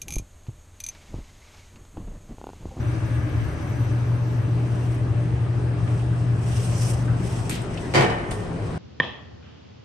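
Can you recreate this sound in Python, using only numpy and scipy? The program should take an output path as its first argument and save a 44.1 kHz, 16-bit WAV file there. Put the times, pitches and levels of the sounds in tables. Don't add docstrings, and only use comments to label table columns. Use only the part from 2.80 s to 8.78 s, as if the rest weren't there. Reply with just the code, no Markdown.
import sys
import numpy as np
from scipy import signal
from scipy.io import wavfile
from scipy.ndimage import uniform_filter1d

SR = 44100
rng = np.random.default_rng(int(sys.argv[2]) if len(sys.argv) > 2 else 0)


def master_out(mix):
    frames = np.transpose(np.atleast_2d(mix))
    ceiling = np.clip(frames, -1, 1)
    pcm = np.round(ceiling * 32767).astype(np.int16)
    wavfile.write(sys.argv[1], SR, pcm)


N = 263708
TIME = np.arange(N) / SR
BAND_EDGES_HZ = 100 * 2 ** (np.arange(22) / 3)
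BAND_CENTRES_HZ = np.sqrt(BAND_EDGES_HZ[1:] * BAND_EDGES_HZ[:-1])
TRAVEL_AT_S, TRAVEL_WIDTH_S = 0.59, 0.42

# start_s, level_db, crack_db, thud_db
STOP_HITS = [(5.138, -5, -1, -2.5), (5.146, -0.5, -5, -2), (5.155, 1.5, -7, -1), (5.173, -10, -3, 3),
             (5.18, -8, -5, 6), (5.195, -9.5, -5, 5), (5.207, -9.5, 7, -2), (5.221, -8, 2, -2),
             (5.245, -17, 3, 8.5), (5.264, -19, 2, -1), (5.298, -14.5, -5, -3), (5.384, -24, -9, -1)]
# pitch_hz, level_db, t60_s
DOOR_MODES = [(181, 0, 0.3), (210, -5, 0.35), (319, 1, 0.22), (345.6, -6, 0.85), (459, -3, 0.57),
              (504, -3, 0.3), (525, -3, 0.39), (609, -7, 0.38), (733, -1, 0.46), (825, -8, .55),
              (885, -9, 0.56), (1037, -4, 0.28), (1192, -11, .5), (1443, -6, 0.35), (1810, -10, 1.3),
              (2035, -8, 0.31), (2180, -11, 0.36), (2230, -12, 0.34), (2284, -11, 0.55), (2550, -22, 0.6),
              (2975, -16, 0.63), (3005, -15, .5), (3221, -12, 0.2), (4030, -19, 0.45), (4690, -9, 0.17),
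              (4980, -17, .24), (5320, -17.5, .38), (5960, -16, 0.25), (6691, -19, 0.24)]
# frequency_hz, level_db
CLATTER_COLOUR = [(110, 1), (170, 4), (260, -7.5), (340, 4), (500, -5), (750, -2), (1050, -9), (1300, -14),
                  (1750, -9), (2700, -14.5), (3700, -20), (6000, -27), (9000, -30.5), (11500, -43)]
# frequency_hz, t60_s
CLATTER_DECAY = [(120, 0.46), (400, 0.46), (1000, 0.99), (1900, 0.82), (4200, 0.39), (10000, 0.2)]
# start_s, length_s, scrape_db, ring_db
RUBS = [(1.876, 0.25, -56, -74), (3.086, 0.11, -59.5, -57.5), (3.39, 0.027, -62, -57.5),
        (3.707, 0.067, -45, -48.5), (3.8, 0.15, -45, -46), (3.982, 0.12, -40, -48.5),
        (4.456, 0.14, -49.5, -48.5), (4.648, 0.12, -59, -49.5), (4.964, 0.29, -57, -52.5),
        (5.567, .05, -58, -55.5), (5.84, 0.076, -63, -58)]
# frequency_hz, level_db
SCRAPE_COLOUR = [(1500, 1.5), (3000, -1.5), (4200, -8), (5700, 3.5), (7100, -1.5), (9000, 2), (11500, -9)]
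# pitch_hz, width_hz, level_db
RUB_RING = [(2760, 790, 0.5), (5500, 1500, -0.5), (7900, 490, -4), (9000, 1400, -7)]
# start_s, level_db, centre_hz, width_octaves, t60_s
GEAR_CLICKS = [(3.074, -40, 1600, 0.67, 0.34), (3.193, -53, 7000, 0.41, 0.16),
               (3.196, -42.5, 2700, 0.2, 0.16), (3.72, -43.5, 2900, 0.29, .6),
               (4.28, -36.5, 1480, 0.21, 0.33), (4.694, -30, 8500, 0.4, 0.2), (4.695, -29.5, 4000, 1, 0.06),
               (4.696, -30, 1700, 0.46, 0.12), (4.7, -30, 230, 0.43, 0.47), (4.71, -31, 2540, 0.6, 0.46),
               (4.728, -37, 5500, 1, 0.23), (4.753, -37, 4500, .8, 0.096),
               (4.816, -43.5, 8400, 0.25, 0.097), (4.974, -34, 3100, 0.35, 0.08),
               (5.508, -38.5, 8300, 0.2, 0.25), (5.511, -34, 2330, 0.95, 0.19),
               (5.515, -32, 550, 0.89, 0.43)]
# start_s, level_db
SPRING_PINGS = [(4.977, -39), (4.989, -41)]
# pitch_hz, width_hz, level_db
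DOOR_GROWL = [(166.3, 8.5, -1.5), (181.6, 11.2, -5.5), (228.7, 26, -14.5)]
# pitch_hz, width_hz, level_db
PANEL_DRONE = [(48.6, 5.4, -13.5), (76.2, 10.5, -0.5), (106.8, 13.8, 4.5), (108.8, 7.9, -1.5),
               (145.4, 12.6, -8)]
# pitch_hz, width_hz, level_db
DRIVE_WHINE = [(5920, 30, 12.5), (11740, 45, 7.4)]
# pitch_hz, width_hz, level_db
DRIVE_WHIRR = [(256, 11, -4.5), (297.1, 13.5, -1), (320.9, 11.7, -1), (372, 7.2, -9), (594.3, 25, -6.5),
               (867, 10, -16.5), (1130, 63, -33), (1170, 70, -29.5), (1685, 78, -15), (2286, 92, -27),
               (2690, 74, -20)]
# pitch_hz, width_hz, level_db
GUIDE_SONG = [(1657, 105, 0), (2180, 300, -3)]
# frequency_hz, level_db
AIR_BODY = [(79, -28.5), (135, -6), (146, -18.5), (173, -17.5), (209, -18.5), (415, -19.5), (491, -32.5),
            (595, -21.5), (633, -25), (1100, -35.5), (1430, -66), (2420, -120)]
# frequency_hz, level_db
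FAN_HISS = [(700, -3), (1100, 3.5), (1700, -1), (2700, -7.5), (3800, -14.5), (5500, -16), (7000, -23),
            (9000, -17.5), (11500, -95)]
# pitch_hz, width_hz, level_db
STATION_DRONE = [(362.5, 27, -5), (412.8, 18, -1), (459, 19.5, -4), (524.7, 8.6, -8.5), (598.5, 7.4, -10.5),
                 (681.5, 37, -7.5), (790, 50, -9)]
# frequency_hz, correlation
CAB_IMAGE = [(60, 1), (130, 0.9), (270, 0.88), (590, 0.44), (1260, 0.22), (2690, 0.13), (5760, 0.39),
             (9000, 0.064)]
# frequency_hz, correlation
CLUNK_IMAGE = [(130, 0.96), (270, 0.72), (590, 0.55), (1260, 0.015), (2700, 0.28), (5800, 0), (9000, 0.28)]


def door_stop(modes_db, clatter_db, tail_db, tail_t60_s, detune, swell_cycles, chatter_db):
    t, out = TIME[:SR], np.zeros((2, N + SR))

    def swell(hz):
        return 1 - np.exp(-t * hz / swell_cycles)

    def heft(hz, thud_db, below_hz=1200):
        return from_db(thud_db / (1 + (hz / below_hz) ** 4))

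    bands = [(hz, band * from_db(at_hz(CLATTER_COLOUR, hz))) for hz, band in noise_bands(CLUNK_IMAGE, SR)]
    bands_rms = np.std(sum(band for hz, band in bands))
    tail = from_db(tail_db) * decay(t, tail_t60_s)
    sheets = [(hz, band * swell(hz) * (decay(t, at_hz(CLATTER_DECAY, hz)) + tail) / bands_rms)
              for hz, band in bands]
    crack = decay(t, 0.04) * unit_rms(sum(band for hz, band in bands if hz > 500))
    splits = 1 + detune * rng.uniform(-1.01, 1, (len(DOOR_MODES), 2, 1))
    modes = [(hz, hz * split, from_db(db) * swell(hz) * decay(t, t60_s))
             for (hz, db, t60_s), split in zip(DOOR_MODES, splits)]
    for start_s, db, crack_db, thud_db in STOP_HITS:
        ring = 0
        for hz, pair_hz, envelope in modes:
            pair = np.sin(2 * np.pi * (pair_hz * t + rng.random((2, 1))))
            ring = ring + heft(hz, thud_db) * envelope * stereo(pair, at_hz(CLUNK_IMAGE, hz))
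        chatter = flicker(t, chatter_db, step_s=0.004, span_s=1)
        clatter = chatter * sum(heft(hz, thud_db) * sheet for hz, sheet in sheets)
        hit = from_db(modes_db) * ring + from_db(clatter_db) * (clatter + from_db(crack_db) * crack)
        place(out, start_s, from_db(db) * hit)
    return out[:, :N]


def cab_boom(pitch_hz=135.7, level_db=-19):
    return from_db(level_db) * swell_at(5.195, width_s=0.028) * np.sin(2 * np.pi * pitch_hz * TIME)


def rubbing(grain_db):
    scrape_gain, ring_gain = 0, 0
    for start_s, length_s, scrape_db, ring_db in RUBS:
        scrape_swish = swish(start_s, length_s, attack_s=0.069, release_s=0.085)
        ring_swish = swish(start_s, length_s, attack_s=0.095, release_s=0.1)
        scrape_gain = np.maximum(scrape_gain, from_db(scrape_db) * scrape_swish)
        ring_gain = np.maximum(ring_gain, from_db(ring_db) * ring_swish)
    grain = flicker(TIME, grain_db, step_s=0.012)
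    scrape = cab_walls(rush(SCRAPE_COLOUR, flicker_db=2.0), wall_db=-16.5)
    return grain * (scrape_gain * scrape + ring_gain * shaken(RUB_RING))


def door_gear(level_db, snap_db):
    t, out = TIME[:SR // 3], np.zeros((2, N + SR))
    bands = list(noise_bands(CAB_IMAGE, SR))
    offsets = rng.integers(0, SR - len(t), len(GEAR_CLICKS))
    for (start_s, db, centre_hz, octaves, t60_s), offset in zip(GEAR_CLICKS, offsets):
        burst = sum(band[:, offset:offset + len(t)] * np.exp(-.5 * (np.log2(hz / centre_hz) / octaves) ** 2)
                    for hz, band in bands)
        envelope = decay(t, t60_s) + from_db(snap_db) * decay(t, 0.029)
        place(out, start_s, from_db(db + level_db) * unit_rms(burst) * envelope)
    return out[:, :N]


def spring(pitch_hz=2630, peak_s=0.0023):
    t, out = TIME[:SR // 10], np.zeros((2, N + SR))
    envelope = t / peak_s * np.exp(1 - t / peak_s)
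    for start_s, db in SPRING_PINGS:
        tone = np.sin(2 * np.pi * pitch_hz * t + rng.uniform(-1, 1, (2, 1)))
        place(out, start_s, from_db(db) * envelope * tone)
    return out[:, :N]


def door_motor(level_db=-35.5, rise_s=1.2):
    build_db = -16 * np.exp(-TIME / rise_s)
    effort_db = 7.5 * swell_at(4.38, width_s=0.074) - 7 * swell_at(5.3, width_s=0.17)
    return from_db(level_db + build_db + effort_db) * shaken(DOOR_GROWL)


def machinery(hum_hz=120, hum_db=-23.3, drone_db=-27.6, idle_db=-32, sag_s=0.76, off_s=4.333):
    load_db = -2 * (1 - ramp(sag_s, length_s=0.097)) - 19 * swell_at(sag_s, width_s=0.097)
    hum_gain = from_db(hum_db + load_db + fade_db(off_s, db_per_s=32))
    hum = hum_gain * np.sqrt(2) * np.sin(2 * np.pi * hum_hz * TIME)
    braking_jolt_db = 4.5 * swell_at(0.61, width_s=0.13)
    panel_db = np.maximum(drone_db + braking_jolt_db + fade_db(off_s, db_per_s=18), idle_db)
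    return hum + from_db(panel_db) * shaken(PANEL_DRONE)


def drive():
    whine_db = -62 + 5 * swell_at(0.98, width_s=0.073)
    wind_down_db = fade_db(1.13, db_per_s=9) + fade_db(2.2, db_per_s=36)
    whirr_db = -36.5 + fade_db(0, db_per_s=1) + fade_db(3.54, db_per_s=11)
    whine = from_db(whine_db + wind_down_db) * shaken(DRIVE_WHINE)
    return whine + from_db(whirr_db) * shaken(DRIVE_WHIRR)


def guides(level_db=-48):
    return from_db(level_db) * swell_at(TRAVEL_AT_S, TRAVEL_WIDTH_S) * shaken(GUIDE_SONG)


def air(body_db=-36.5, hiss_db=-43.5, rumble_db=-48, hiss_cutoff_hz=9700):
    opening = ramp(3.56, length_s=0.65)
    travel = swell_at(TRAVEL_AT_S, TRAVEL_WIDTH_S)
    rumble = from_db(rumble_db + 8 * opening + 5 * travel) * shaken([(41, 43, 0)])
    fan = cab_walls(rush(FAN_HISS, flicker_db=1.6), wall_db=-19.0)
    hiss = from_db(hiss_db + 1.5 * opening + 2 * travel) * fan
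    hiss = signal.sosfilt(signal.ellip(8, .5, 60, hiss_cutoff_hz, fs=SR, output="sos"), hiss)
    body = from_db(body_db + 4 * opening) * rush(AIR_BODY, flicker_db=1.8)
    return body + hiss + rumble


def station(level_db=-42.5, landing_s=1.27, door_clear_s=5.05, rise_s=0.64):
    nearness_db = -5.5 * (1 - ramp(landing_s, rise_s)) + 5 * ramp(door_clear_s, rise_s)
    return from_db(level_db + nearness_db) * shaken(STATION_DRONE)


def cab_walls(x, wall_db):
    out = x.copy()
    for lag in (rng.uniform(.005, .03, size=6) * SR).astype(int):
        out[:, lag:] += from_db(wall_db) * rng.choice([-1, 1]) * x[:, :-lag]
    return unit_rms(out)


def from_right(x, lag_s=.00038):
    return np.array([np.interp(TIME - lag_s, TIME, x[0]), x[1]])


def shaken(resonances):
    out = 0
    for hz, width_hz, db in resonances:
        b, a = signal.iirpeak(hz, hz / (width_hz * np.pi / 2), fs=SR)
        pair = signal.sosfilt([[*b, *a]] * 2, rng.standard_normal((2, N + SR // 2)))[:, -N:]
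        out = out + from_db(db) * stereo(unit_rms(pair), at_hz(CAB_IMAGE, hz))
    return unit_rms(out)


def rush(colour, flicker_db):
    return unit_rms(sum(band * from_db(at_hz(colour, hz)) * flicker(TIME, flicker_db, step_s=0.05)
                        for hz, band in noise_bands(CAB_IMAGE, N)))


def noise_bands(image, size):
    white = rng.standard_normal((2, 2, size + SR // 10))
    for k, hz in enumerate(BAND_CENTRES_HZ):
        bandpass = signal.butter(2, BAND_EDGES_HZ[k:k + 2], "band", fs=SR, output="sos")
        yield hz, stereo(signal.sosfilt(bandpass, white[k % 2])[:, -size:], at_hz(image, hz))


def stereo(pair, correlation):
    correlation = np.clip(correlation, -.99, .995)
    side = np.sqrt(1 - correlation) * pair[1]
    return np.sqrt(1 + correlation) * pair[0] + np.array([side, -side])


def flicker(t, depth_db, step_s, span_s=6.1):
    knots_s = np.arange(0, span_s, step_s)
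    return np.interp(t, knots_s, from_db(depth_db * rng.standard_normal(len(knots_s))))


def swish(start_s, length_s, attack_s, release_s):
    return np.exp(-np.maximum(start_s - TIME, 0) / attack_s - since(start_s + length_s) / release_s)


def swell_at(peak_s, width_s):
    return np.exp(-.5 * ((TIME - peak_s) / width_s) ** 2)


def ramp(start_s, length_s):
    return np.minimum(since(start_s) / length_s, 1)


def fade_db(start_s, db_per_s):
    return -db_per_s * since(start_s)


def since(start_s):
    return np.maximum(TIME - start_s, 0)


def decay(t, t60_s):
    return np.exp(-np.log(1000) * t / t60_s)


def place(out, start_s, sound):
    start = int(start_s * SR)
    out[:, start:start + sound.shape[1]] += sound


def at_hz(curve, hz):
    points_hz, values = np.transpose(curve)
    return np.interp(np.log(hz), np.log(points_hz), values)


def from_db(db):
    return 10 ** (np.asarray(db) / 20)


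def unit_rms(x):
    return x / np.sqrt(np.mean(x ** 2) + 1e-20)


def microphone(x, peak_hz, peak_db, shared_above_hz=7600, turn_hz=10250, turn_width_hz=1500):
    x = x + (from_db(peak_db) - 1) * signal.lfilter(*signal.iirpeak(peak_hz, 5, fs=SR), x)
    low = signal.sosfiltfilt(signal.butter(8, shared_above_hz, fs=SR, output="sos"), x)
    top = (x - low)[1]
    _, a = signal.iirpeak(turn_hz, turn_hz / turn_width_hz, fs=SR)
    turned = signal.lfilter(a[::-1], a, top)
    return low + np.array([turned, top])


def gain_control(x, threshold_db):
    power = uniform_filter1d(np.mean(x ** 2, axis=0), size=880)
    over_db = np.maximum(10 * np.log10(np.abs(power) + 1e-12) - threshold_db, 0)
    return x * from_db(-np.maximum.accumulate(over_db))


def scene():
    bed = machinery() + drive() + guides() + air() + station()
    moves = rubbing(grain_db=2.0) + door_motor() + door_gear(level_db=-3.0, snap_db=-19) + spring()
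    clunk = door_stop(modes_db=-26.0, clatter_db=-18.8, tail_db=-30, tail_t60_s=0.95,
                      detune=0.006, swell_cycles=0.77, chatter_db=2.5)
    lean_left = np.array([[1], [-1]])
    return bed * from_db(lean_left) + (moves + from_right(clunk) + cab_boom()) * from_db(0.25 * lean_left)


def record(dry):
    held = gain_control(microphone(dry, peak_hz=9000, peak_db=3.5), threshold_db=-13.0)
    return signal.sosfilt(signal.ellip(10, .2, 90, 12100, fs=SR, output="sos"), held)


dry = scene()
out = record(dry)
master_out(out)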